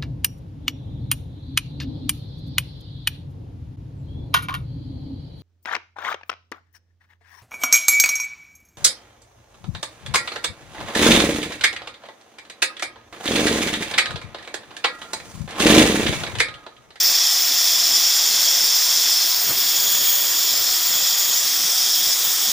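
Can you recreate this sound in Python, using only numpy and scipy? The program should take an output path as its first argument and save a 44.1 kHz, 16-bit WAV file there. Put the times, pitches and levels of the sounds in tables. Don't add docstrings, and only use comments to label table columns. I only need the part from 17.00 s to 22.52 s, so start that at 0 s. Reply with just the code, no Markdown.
import sys
import numpy as np
from scipy import signal
from scipy.fft import rfft, irfft
from scipy.io import wavfile

SR = 44100
rng = np.random.default_rng(int(sys.argv[2]) if len(sys.argv) > 2 else 0)


def dump_mix(stems):
    frames = np.atleast_2d(stems).T
    limited = np.clip(frames, -1, 1)
    pcm = np.round(limited * 32767).astype(np.int16)
    wavfile.write(sys.argv[1], SR, pcm)


def makeup_ratio(level_db):
    decades = np.asarray(level_db, float) / 20
    return 10 ** decades


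N = 243412

# centre_s, half_length_s, deep_flutter_change_db
FLAME_GUSTS = [(.11, 0.031, 13), (.28, 0.1, -6), (.55, 0.073, 5), (.88, 0.14, 12), (1.17, .09, -4),
               (1.38, .06, 7), (1.62, 0.048, 14), (1.96, 0.061, 7), (2.27, .05, -1), (2.52, 0.083, 14),
               (2.85, 0.18, 7.5), (3.02, 0.036, 3), (3.22, 0.04, 4), (3.37, .04, 5), (3.58, 0.095, 11.5),
               (3.8, .05, -7), (3.97, 0.076, 12), (4.12, .04, 5), (4.3, 0.036, 4), (4.45, 0.037, 10),
               (4.64, 0.056, 10), (4.85, 0.071, -1), (5.05, 0.081, 6), (5.27, .05, 6), (5.48, 0.042, 7)]
# centre_s, half_length_s, low_resonance_change_db, nozzle_edge_change_db
CUT_FALTERS = [(.07, 0.073, -3, 8), (.24, .07, 2.5, -7), (.45, 0.054, -1.5, 2.5), (.7, 0.034, 1.5, .1),
               (2.42, .1, -3.5, 3), (3.07, .1, 1.5, 5.5), (3.85, 0.043, -1.5, 2), (4.4, 0.073, -1, 2),
               (4.97, .06, 3, 3), (5.13, 0.044, -1, -10), (5.27, .05, 2.5, 1)]


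def rms_one(x):
    return x / np.sqrt(np.mean(x ** 2) + 1e-20)


def steep(x, hz, kind):
    return signal.sosfilt(signal.butter(6, hz, kind, fs=SR, output="sos"), x)


def third_order_band(x, low_hz, high_hz):
    return signal.sosfilt(signal.butter(3, [low_hz, high_hz], "band", fs=SR, output="sos"), x)


def in_time(rows):
    s, value = np.transpose(rows)
    return np.interp(np.arange(N) / SR, s, value)


def bell(centre_s, half_length_s):
    return np.exp(-((np.arange(N) / SR - centre_s) / half_length_s) ** 2)


def swells(rows, column):
    return sum(row[column] * bell(row[0], row[1]) for row in rows)


def drift(rate_hz):
    coarse = 40
    pole = np.exp(-2 * np.pi * rate_hz * coarse / SR)
    noise = rng.standard_normal(N // coarse + 2002)
    slow = signal.lfilter([1], [1, -2 * pole, pole * pole], noise)[2000:]
    return np.interp(np.arange(N) / coarse, np.arange(len(slow)), rms_one(slow - slow.mean()))


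def follows(mean, per_main_db, per_upper_db):
    # time_s, drive_db
    main_drive = [(0.0, -19), (0.18, -18), (0.38, -21), (0.94, -19), (2.18, -20), (2.51, -26), (2.61, -22),
                  (3.17, -27), (3.47, -23), (4.03, -24), (4.07, -21), (4.3, -27), (4.33, -24), (4.95, -21),
                  (5.0, -24), (5.09, -20), (5.18, -26), (5.52, -24)]
    # time_s, drive_db
    upper_drive = [(0.0, -30), (1.51, -26), (1.64, -30), (2.08, -27), (2.41, -33), (2.47, -26), (2.54, -31),
                   (2.87, -25), (3.53, -28), (3.57, -32), (3.7, -28), (4.35, -25), (4.5, -32), (4.55, -27),
                   (4.58, -32), (4.78, -31), (4.8, -29), (5.52, -29)]
    main, upper = in_time(main_drive), in_time(upper_drive)
    return mean + per_main_db * (main - main.mean()) + per_upper_db * (upper - upper.mean())


def blown(hz, core_hz, skirt_hz, flutter_db):
    swing = rng.standard_normal(N) + 1j * rng.standard_normal(N)
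    for width_hz in (core_hz, skirt_hz):
        swing = signal.lfilter([1], [1, -np.exp(-np.pi * width_hz / SR)], swing)
    phase = np.cumsum(2 * np.pi * hz / SR * np.ones(N))
    flutter = makeup_ratio(flutter_db * (drift(20.5) + 0.24 * drift(80)))
    return rms_one(flutter * np.real(swing * np.exp(1j * phase)))


def banded_noise(spectra, span_hz, count, shared_db, own_db, rate_hz, place=0):
    band_edges = np.geomspace(*span_hz, count + 1)
    white = rng.standard_normal((2, N))
    together = drift(rate_hz)
    out = 0
    for k, (low, high) in enumerate(zip(band_edges, band_edges[1:])):
        band = third_order_band(white[k % 2], low, high)
        log_centre = np.log(low * high) / 2
        levels = []
        for spectrum in spectra:
            point_hz, point_db = np.transpose(spectrum)
            levels.append(np.interp(log_centre, np.log(point_hz), point_db))
        colour_db = np.interp(place, np.arange(len(spectra)), levels)
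        out = out + makeup_ratio(colour_db + shared_db * together + own_db * drift(rate_hz)) * band
    return rms_one(out)


def channel_hum():
    # pitch_hz, width_hz, level_db
    air_modes = [(687, 26, -50.5), (816, 8.7, -53.5), (1130, 17, -75), (1954, 180, -44), (2570, 330, -41.5)]
    # time_s, level_db
    flame_reach = [
        (0, 2),
        (1.3, 1.5),
        (2.4, -3),
        (5.52, -6),
    ]
    hum = sum(makeup_ratio(db) * blown(hz, width, 4 * width, 0.91) for hz, width, db in air_modes)
    return makeup_ratio(in_time(flame_reach)) * steep(hum, 450, "high")


def flare_ups():
    # centre_s, half_length_s, level_db
    puffs = [
        (2.508, 0.021, -31.5),
        (2.85, 0.054, -42),
        (3.245, .006, -37),
        (3.7, 0.029, -46),
        (4.8, 0.014, -51),
    ]
    swell = sum(makeup_ratio(db) * bell(s, half_s) for s, half_s, db in puffs)
    return swell * rms_one(steep(rng.standard_normal(N), (170, 1850), "band"))


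def flame():
    # pitch_hz, density_db_per_hz
    deep_colour = [(12, -48), (20, -13), (32, -25), (87, -1), (194, -0.5), (290, 3.5), (380, -37.5),
                   (640, -120)]
    flutter_colour = [(160, -33), (270, -2), (360, -4.5), (443, -2.5), (600, -2.5), (780, -31),
                      (1320, -120)]
    roar_colour = [(330, -39), (560, -14.5), (682, -3.5), (853, -4.5), (1100, -3.5), (1640, -3.5),
                   (1820, -1.5), (2300, -4), (2880, -3.5), (3000, -2.5), (3900, -30), (6600, -120)]
    gust_db = swells(FLAME_GUSTS, column=2)
    deep = banded_noise([deep_colour], (22, 290), count=7, shared_db=1.7, own_db=4.0, rate_hz=16.0)
    flutter = banded_noise([flutter_colour], (270, 600), count=3, shared_db=-0.7, own_db=2.0, rate_hz=6.7)
    flutter = steep(flutter, 222, "high")
    roar = banded_noise([roar_colour], (560, 3050), count=10, shared_db=0.57, own_db=1.2, rate_hz=48.0)
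    roar = steep(roar, 508, "high")
    burning = makeup_ratio(follows(-58.5, -0.6, 0.05) + gust_db) * deep
    burning += makeup_ratio(follows(-49, -0.3, 0.061) + 0.25 * gust_db) * flutter
    burning += makeup_ratio(follows(-34.5, 0.075, 0.068) + 0.03 * gust_db) * roar
    return burning


def slag():
    spits_per_s, level_db = 400, -44
    born = rng.random(N) < spits_per_s * makeup_ratio(5 * drift(7)) / SR
    sizes = makeup_ratio(1.2 * np.minimum(rng.exponential(1, N), 4)) * rng.choice([-1, 1], N)
    tick = signal.butter(2, [10500, 15000], "band", fs=SR, output="sos")
    return makeup_ratio(level_db) * rms_one(signal.sosfilt(tick, born * sizes + 1e-18))


def jet():
    # time_s, place (0-3)
    travel = [(0, 0.11), (2.15, 0.078), (2.35, 0.85), (3.2, 1.1), (3.45, 1.95), (4.33, 2.05), (4.5, 3.15),
              (5.52, 2.85)]
    # pitch_hz, density_db_per_hz
    hiss_colours = [
        [(4290, -29), (7300, 0.5), (8050, -13.5), (8740, -7.5), (10600, -13), (11400, -14.5), (12100, -8),
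         (13600, -6), (14800, -4.5)],
        [(4290, -37), (7300, -6), (7610, -12), (8240, -7), (9390, -11), (10900, -12.5), (12100, -6),
         (13700, -6), (14800, 1)],
        [(4290, -30), (7300, -1), (8100, -11.5), (8770, -9.5), (9090, -17), (10300, -11), (11700, -11.5),
         (12700, -6), (14800, -3.5)],
        [(4290, -33), (7300, -7), (7880, -3), (8560, -9.5), (9840, -9), (11800, -12), (12500, -8), (13300, -9),
         (14800, -2)],
    ]
    # pitch_hz, density_db_per_hz
    between_colours = [
        [(3100, -13), (3900, 1.5), (4300, 2.5), (5200, -7), (6100, 8), (6500, 5), (7200, -15)],
        [(3100, 1), (3900, -0.5), (4300, 2), (5200, 1), (6100, -8), (6500, 3), (7200, 1.5)],
        [(3100, -4), (3900, 0.5), (4300, 1.5), (5200, 4), (6100, -2), (6500, 1), (7200, -1)],
        [(3100, -1), (3900, 1.5), (4300, -6), (5200, 2), (6100, 4), (6500, 5), (7200, -2)],
    ]
    place = in_time(travel)
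    hiss = banded_noise(hiss_colours, (7000, 15800), count=28, shared_db=0.67, own_db=2.05,
                        rate_hz=16.6, place=place)
    between = banded_noise(between_colours, (3100, 7200), count=12, shared_db=1.0, own_db=1.76,
                           rate_hz=14.4, place=place)
    edge = steep(blown(15540, core_hz=900, skirt_hz=2300, flutter_db=1.6), 10000, "high")
    edge = edge * makeup_ratio(0.8 * drift(14.0))
    edge_db = follows(-25, -0.45, 0.05) + swells(CUT_FALTERS, column=3)
    return makeup_ratio(follows(-24, -0.046, 0.17)) * hiss + makeup_ratio(-26.5) * between + makeup_ratio(edge_db) * edge


def kerf():
    # core_width_hz, skirt_width_hz, flutter_db
    slot_shapes = [
        (306, 1060, 0.26),
        (255, 2300, 1),
        (386, 1800, 1),
    ]
    low_shape, core_shape, upper_shape = slot_shapes
    low = blown(follows(3413, 6.0, -8.0), *low_shape)
    core = blown(follows(5310, 6.0, -1.53), *core_shape)
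    upper = blown(follows(6950, 18.0, -25.0), *upper_shape)
    wide = rms_one(third_order_band(rng.standard_normal(N), 4633, 5920))
    wide = wide * makeup_ratio(0.5 * drift(28) + 1.14 * drift(66))
    slot = makeup_ratio(follows(-28.5, 0.41, 0.47) + swells(CUT_FALTERS, column=2)) * low
    slot += makeup_ratio(follows(-24, 0.87, 0.01)) * wide
    slot += makeup_ratio(follows(-26, 1.36, 0.01)) * core
    slot += makeup_ratio(follows(-28, 0.01, 1.35)) * upper
    return steep(slot, (2944, 8470), "band")


def scene():
    # lag_ms, sway_ms, level_db
    reflections = [
        (1.702, 0.12, -21.5),
        (3.1, 0.13, -25),
        (5.3, 0.211, -20.5),
    ]
    direct = channel_hum() + flare_ups() + flame() + slag() + jet() + kerf()
    now = np.arange(N)
    echoes = 0
    for lag_ms, sway_ms, db in reflections:
        delay = (lag_ms + sway_ms * drift(0.322)) * SR / 1000
        echoes = echoes + makeup_ratio(db) * np.interp(now - delay, now, direct)
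    return np.tile(makeup_ratio(-0.15) * (direct + echoes), (2, 1))


def roll_off(x):
    return signal.sosfilt(signal.butter(12, 16870, fs=SR, output="sos"), x)


def record(dry):
    # block_number, low_hz, high_hz
    split_bands = [(18, 12400, 13780), (38, 11710, 13780), (40, 5060, 6370), (40, 13090, 14470),
                   (42, 11710, 14470), (84, 9650, 11020), (126, 9650, 11020), (142, 6200, 7620),
                   (142, 13090, 14470), (150, 13090, 14470), (153, 6290, 7580), (153, 11710, 13090),
                   (173, 4180, 5250), (173, 8270, 10290), (188, 5640, 6980), (197, 13090, 14470),
                   (201, 6890, 8960), (201, 12400, 13780), (220, 4220, 5680)]
    block, first_start, split_db = 1024, 910, -2.0
    top_cut = signal.ellip(16, 0.3, 110, 15470, fs=SR, output="sos")
    mono = signal.sosfilt(top_cut, dry[0])
    window = signal.windows.kaiser_bessel_derived(2 * block, 4 * np.pi)
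    bins_hz = np.arange(block + 1) * SR / (2 * block)
    apart = np.zeros(N)
    for number, low, high in split_bands:
        at = first_start + (number - 1) * block
        earlier = mono[at - 3 * block:at - block]
        other = rfft(earlier) * ((bins_hz > low) & (bins_hz < high))
        apart[at:at + 2 * block] += makeup_ratio(split_db) * window * irfft(other)
    return roll_off(mono + apart * [[1], [-1]])


dry = scene()
out = record(dry)
dump_mix(out)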